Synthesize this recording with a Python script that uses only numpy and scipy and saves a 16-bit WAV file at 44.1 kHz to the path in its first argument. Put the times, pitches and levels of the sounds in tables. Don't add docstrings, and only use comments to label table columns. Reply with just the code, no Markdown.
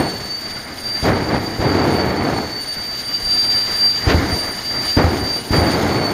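import sys
import numpy as np
from scipy import signal
from scipy.fft import rfft, irfft, next_fast_len
from scipy.io import wavfile

SR = 44100
rng = np.random.default_rng(int(sys.argv[2]) if len(sys.argv) > 2 else 0)


def master(y):
    cut = np.clip(np.atleast_2d(y).T, -1, 1)
    pcm = np.round(cut * 32767)
    wavfile.write(sys.argv[1], SR, pcm.astype(np.int16))


N = 270333
TIME = np.arange(N) / SR

# (time [s], level [dB])
WHINE_LEVEL = [(0.0, -31.5), (0.38, -25.5), (0.68, -39), (0.95, -25), (1.07, -29), (1.09, -33.5),
               (1.74, -28), (1.91, -41), (2.01, -21), (2.06, -36), (2.94, -22), (2.97, -34), (3.16, -18),
               (3.19, -28.5), (3.31, -15), (3.74, -20.5), (3.86, -14), (4.22, -38.5), (4.4, -20),
               (4.61, -30), (4.68, -22), (4.8, -25), (4.9, -18.5), (5.07, -34.5), (5.36, -21),
               (5.46, -39.5), (5.57, -22.5), (5.86, -37.5), (6.06, -25.5), (6.13, -45)]
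# (time [s], relative level [dB])
OVERTONE_LEVEL = [(0.03, -37), (0.06, -51), (0.4, -48.5), (0.72, -49), (0.81, -43), (1.31, -53),
                  (1.87, -49), (2.07, -53.5), (3.39, -39), (4.24, -48.5), (4.37, -42), (4.8, -45.5),
                  (4.88, -32), (5.05, -49), (5.61, -42.5), (6.1, -47.5)]
# (time [s], relative level [dB])
INFLOW_LEVEL = [(0.03, -43), (0.69, -47.5), (1.08, -40), (1.11, -47), (2.01, -44), (2.14, -48.5),
                (2.43, -42), (2.53, -46), (3.58, -38), (4.78, -41.5), (4.86, -36), (5.03, -41.5),
                (5.37, -41.5), (5.51, -44.5), (5.52, -38), (6.1, -42)]
# (multiple of the shaft rate [1], level relative to the inflow [dB])
SHAFT_HARMONICS = [(9, -5.5), (15, -6), (17, -13), (19, -33), (21, -28), (31, -15), (33, -12.5), (36, -27),
                   (66, -31)]
# (frequency [Hz], relative spectral density [dB])
HISS_SPECTRUM = [(1200, -8.5), (2800, -2), (4300, 2), (5100, 2), (5850, -9), (6450, 0), (7050, -3.5),
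                 (7750, -18), (8900, -13), (9900, -19.5), (10800, -13), (12600, -13), (14600, -13),
                 (15800, -29)]
# (time [s], level [dB])
EXHAUST_LEVEL = [(0, -36.5), (1.0, -30.5), (2.6, -33.5), (3.0, -34), (4.0, -29), (4.8, -31), (5.45, -33.5),
                 (6.13, -29.5)]
# (frequency [Hz], relative spectral density [dB])
EXHAUST_SPECTRUM = [(20, 0.5), (45, -1), (120, 5.5), (170, -0.5), (240, 4.5), (520, -2), (700, 0.5),
                    (1000, -4), (1500, -3), (2150, -1.5), (2550, -15), (5000, -48.5)]
# (start [s], length [s], flame level [dB], nominal decay [dB/s], blade rate lost [Hz],
# flare [dB], flare delay [s], thump level [dB], crackle level [dB], jump of the whine [Hz])
AFTERBURNS = [(-.5, 0.52, -13, 81, 211.2, -16, .04, -14, -50, -23),
              (1.027, .085, -14, 43, 88.5, 3.5, .058, -11, -34, 13),
              (1.279, .085, -20, 48, 24.32, 5.5, 0.082, -39, -42, 12),
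              (1.592, .8, -15, 90, 160.2, -1.5, 0.052, -11, -51, 55),
              (4.07, .075, -16.5, 47, 55.54, 0.5, 0.033, -0.5, -20, 155.5),
              (4.968, 0.084, -14.5, 47, 67, 2.5, .02, -2.5, -32, 121),
              (5.507, 0.59, -15.5, 53, 187.7, 2, .04, -7, -31, 35)]
# (frequency [Hz], relative spectral density [dB])
FLAME_SPECTRUM = [(25, -36), (45, -20), (78, 0), (160, -2), (300, 1), (450, -3), (560, -6), (760, -5.5),
                  (1100, -12), (2200, -17), (2600, -25.5), (4000, -28.5), (7000, -43), (15000, -92)]
# (frequency [Hz], relative spectral density [dB])
CRACK_SPECTRUM = [(120, -15), (280, 21), (600, -6), (2200, -4), (2700, -19), (7000, -36), (15000, -42)]
# (delay [s], gain [dB])
REFLECTIONS = [(.074, -.5), (.086, -7), (.098, -10), (.110, -6), (.122, -13), (.163, -14), (.254, -12),
               (.266, -12)]
# (frequency [Hz], relative spectral density [dB])
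CRACKLE_SPECTRUM = [(200, 5), (900, -8), (2000, 6), (2700, -0.5), (4000, -6), (6500, -18), (8500, -53),
                    (15000, -54)]
# (time [s], level [dB], width [s])
GUSTS = [(3.254, -26, 0.015), (3.5, -49, 0.027)]
# (frequency [Hz], relative spectral density [dB])
GUST_SPECTRUM = [(25, -4), (55, -2), (120, -29), (400, -48), (4000, -68)]

BLADES, IDLE_HZ = 24, 4702
RECOVER_HZ_PER_S, EASE_HZ = 320, 68
FAST_CATCH_S, GENTLE_CATCH_S, HARD_THUMP_DB = 0.0058, 0.027, -7
FLAME_SAG_DB_PER_S, FUEL_CUT_DB = 5.5, 1.66
HEAT_JITTER_HZ = 45.7


def from_db(db):
    return 10 ** (np.asarray(db) / 20)


def rms_one(x):
    return x / np.sqrt(np.mean(np.abs(x) ** 2) + 1e-20)


def in_time(curve):
    return np.interp(TIME, *np.transpose(curve))


def swell(centre, width):
    return np.exp(-.5 * ((TIME - centre) / width) ** 2)


def drift(rate_hz):
    pole = np.exp(-16 * np.pi * rate_hz / SR)
    slow = signal.lfilter([1], [1, -2 * pole, pole * pole], rng.standard_normal(N // 8 + 4002))[4000:]
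    return np.interp(np.arange(N) / 8, np.arange(len(slow)), rms_one(slow))


def scatter(width_hz):
    return rms_one(drift(width_hz) + 1j * drift(width_hz))


def coloured(noise, spectrum):
    size = next_fast_len(N)
    hz, db = np.transpose(spectrum)
    bins = np.maximum(np.arange(size // 2 + 1) * SR / size, 1)
    gain = from_db(np.interp(np.log(bins), np.log(hz), db)) * np.minimum(bins / hz[0], 1)
    return rms_one(irfft(rfft(noise, size) * gain, size)[:N])


def blade_rate():
    step_s = .005
    ticks = np.arange(AFTERBURNS[0][0], N / SR + step_s, step_s)
    drag = sum(lost_hz * np.clip((ticks - start) / length, 0, 1) ** .69
               for start, length, _, _, lost_hz, *_ in AFTERBURNS)
    below_idle, rates = 0, []
    for pull in np.diff(drag, prepend=0):
        below_idle += pull if pull > 0 else -RECOVER_HZ_PER_S * step_s * np.tanh(below_idle / EASE_HZ)
        rates.append(IDLE_HZ - below_idle)
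    return np.interp(TIME, ticks, rates)


def flame_strength(decay_scale):
    power = np.zeros(N)
    for start, length, db, decay, _, flare_db, flare_delay, thump_db, *_ in AFTERBURNS:
        age = TIME - start
        catch = np.clip(age / (FAST_CATCH_S if thump_db > HARD_THUMP_DB else GENTLE_CATCH_S), 0, 1)
        lift_db = flare_db * swell(start + flare_delay, width=0.013)
        sag_db = FLAME_SAG_DB_PER_S * np.clip(age, 0, length)
        die_db = FUEL_CUT_DB * (age > length) + decay_scale * decay * np.maximum(age - length, 0)
        power += (catch * from_db(db + lift_db - sag_db - die_db)) ** 2
    return np.sqrt(power)


def compressor_whine(inflow):
    whine_db = in_time(WHINE_LEVEL)
    overtone = from_db(in_time(OVERTONE_LEVEL) + 1.9 * drift(2.7))
    bend_hz = sum(jump_hz * swell(start, width=0.00453) for start, *_, jump_hz in AFTERBURNS)
    jitter_hz = 2 * drift(36) + HEAT_JITTER_HZ * flame_strength(decay_scale=0.57) * drift(47.6)
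    phase = 2 * np.pi * np.cumsum(blade_rate() + bend_hz + jitter_hz) / SR
    turn = np.exp(1j * phase)
    diffuse = np.clip(from_db(-37 - whine_db), .08, .8)
    fading_db = (2.4 + 4 * diffuse) * np.tanh(drift(13))
    paths = np.sqrt(1 - diffuse ** 2) + diffuse * scatter(44)
    first = from_db(whine_db + 0.12 + fading_db) * paths + inflow * from_db(1) * scatter(130)
    second = overtone * (from_db(-0.5) * scatter(14.5) + from_db(-5.5) * scatter(89))
    third = overtone * from_db(-7) * scatter(12) + inflow * from_db(-12.5) * scatter(90)
    second += inflow * from_db(-11.5) * scatter(220) * np.exp(-2j * np.pi * 170 * TIME)
    tones = first * turn + second * turn ** 2 + third * turn ** 3
    for multiple, db in SHAFT_HARMONICS:
        tones += inflow * from_db(db) * scatter(8.3) * np.exp(1j * phase * multiple / BLADES)
    return np.sqrt(2) * tones.real


def intake_hiss(inflow):
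    hiss = coloured(rng.standard_normal(N), HISS_SPECTRUM)
    treble = signal.sosfiltfilt(signal.butter(2, 8000, "high", fs=SR, output="sos"), hiss)
    wavering = (hiss - treble) * from_db(2 * drift(17)) + treble * from_db(2.4 * drift(26))
    return inflow * from_db(6.5) * wavering


def exhaust_rumble():
    level_db = in_time(EXHAUST_LEVEL) + 2.06 * drift(5.9)
    return from_db(level_db) * coloured(rng.standard_normal(N), EXHAUST_SPECTRUM)


def fuel_pockets(per_s, spread_db):
    sizes = from_db(spread_db * np.minimum(rng.exponential(1, N), 4))
    lit = rng.random(N) < per_s / SR
    return rms_one(lit * sizes * rng.choice([-1, 1], N))


def flame_roar():
    flares = fuel_pockets(per_s=2000, spread_db=2.5) + .5 * rng.standard_normal(N)
    roar = from_db(0.8 * drift(16)) * coloured(flares, FLAME_SPECTRUM)
    return roar * flame_strength(decay_scale=0.88)


def ignition_cracks():
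    rise_s, decay_s, stand_delay = .001, .006, REFLECTIONS[0][0]
    strength = np.zeros(N)
    for start, *_, thump_db, _, _ in AFTERBURNS:
        for age in (TIME - start + .002, TIME - start - stand_delay):
            strength += from_db(thump_db - 10) * np.clip(age / rise_s, 0, 1) * np.exp(-abs(age) / decay_s)
        strength += from_db(thump_db - 19) * swell(start + 0.165, width=0.022)
    return strength * coloured(rng.standard_normal(N), CRACK_SPECTRUM)


def blast(age, length_s, rise_s):
    age = np.maximum(age, 0)
    front = 1 - np.exp(-age / rise_s)
    return front * np.cos(np.pi * age / length_s) * np.exp(-(age / (1.25 * length_s)) ** 4)


def ignition_thumps():
    pressure = np.zeros(N)
    for start, *_, thump_db, _, _ in AFTERBURNS:
        age = TIME - start
        pressure += from_db(thump_db) * blast(age, length_s=0.0083, rise_s=0.001)
        for delay, echo_db in REFLECTIONS:
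            pressure += from_db(thump_db + echo_db) * blast(age - delay, length_s=0.0071, rise_s=0.0006)
    ragged = pressure * (1 + 0.14 * drift(370))
    return signal.sosfilt(signal.butter(2, 45, "high", fs=SR, output="sos"), ragged)


def flame_crackle():
    strength = sum(from_db(crackle_db) * swell(start + flare_delay, width=0.022) * (TIME > start)
                   for start, *_, flare_delay, _, crackle_db, _ in AFTERBURNS)
    return strength * coloured(fuel_pockets(per_s=3400, spread_db=7.5), CRACKLE_SPECTRUM)


def wind_bumps():
    strength = sum(from_db(db) * swell(centre, width) for centre, db, width in GUSTS)
    return strength * coloured(rng.standard_normal(N), GUST_SPECTRUM)


def scene():
    inflow = from_db(in_time(INFLOW_LEVEL))
    engine = compressor_whine(inflow) + intake_hiss(inflow) + exhaust_rumble()
    afterburner = flame_roar() + flame_crackle() + ignition_cracks() + ignition_thumps()
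    return (engine + afterburner + wind_bumps())[None]


def record(dry):
    ceiling, cutoff_hz = .9, 15750
    rounded = dry / (1 + (dry / ceiling) ** 4) ** .25
    return signal.sosfilt(signal.ellip(12, .1, 90, cutoff_hz, fs=SR, output="sos"), rounded)


dry = scene()
out = record(dry)
master(out)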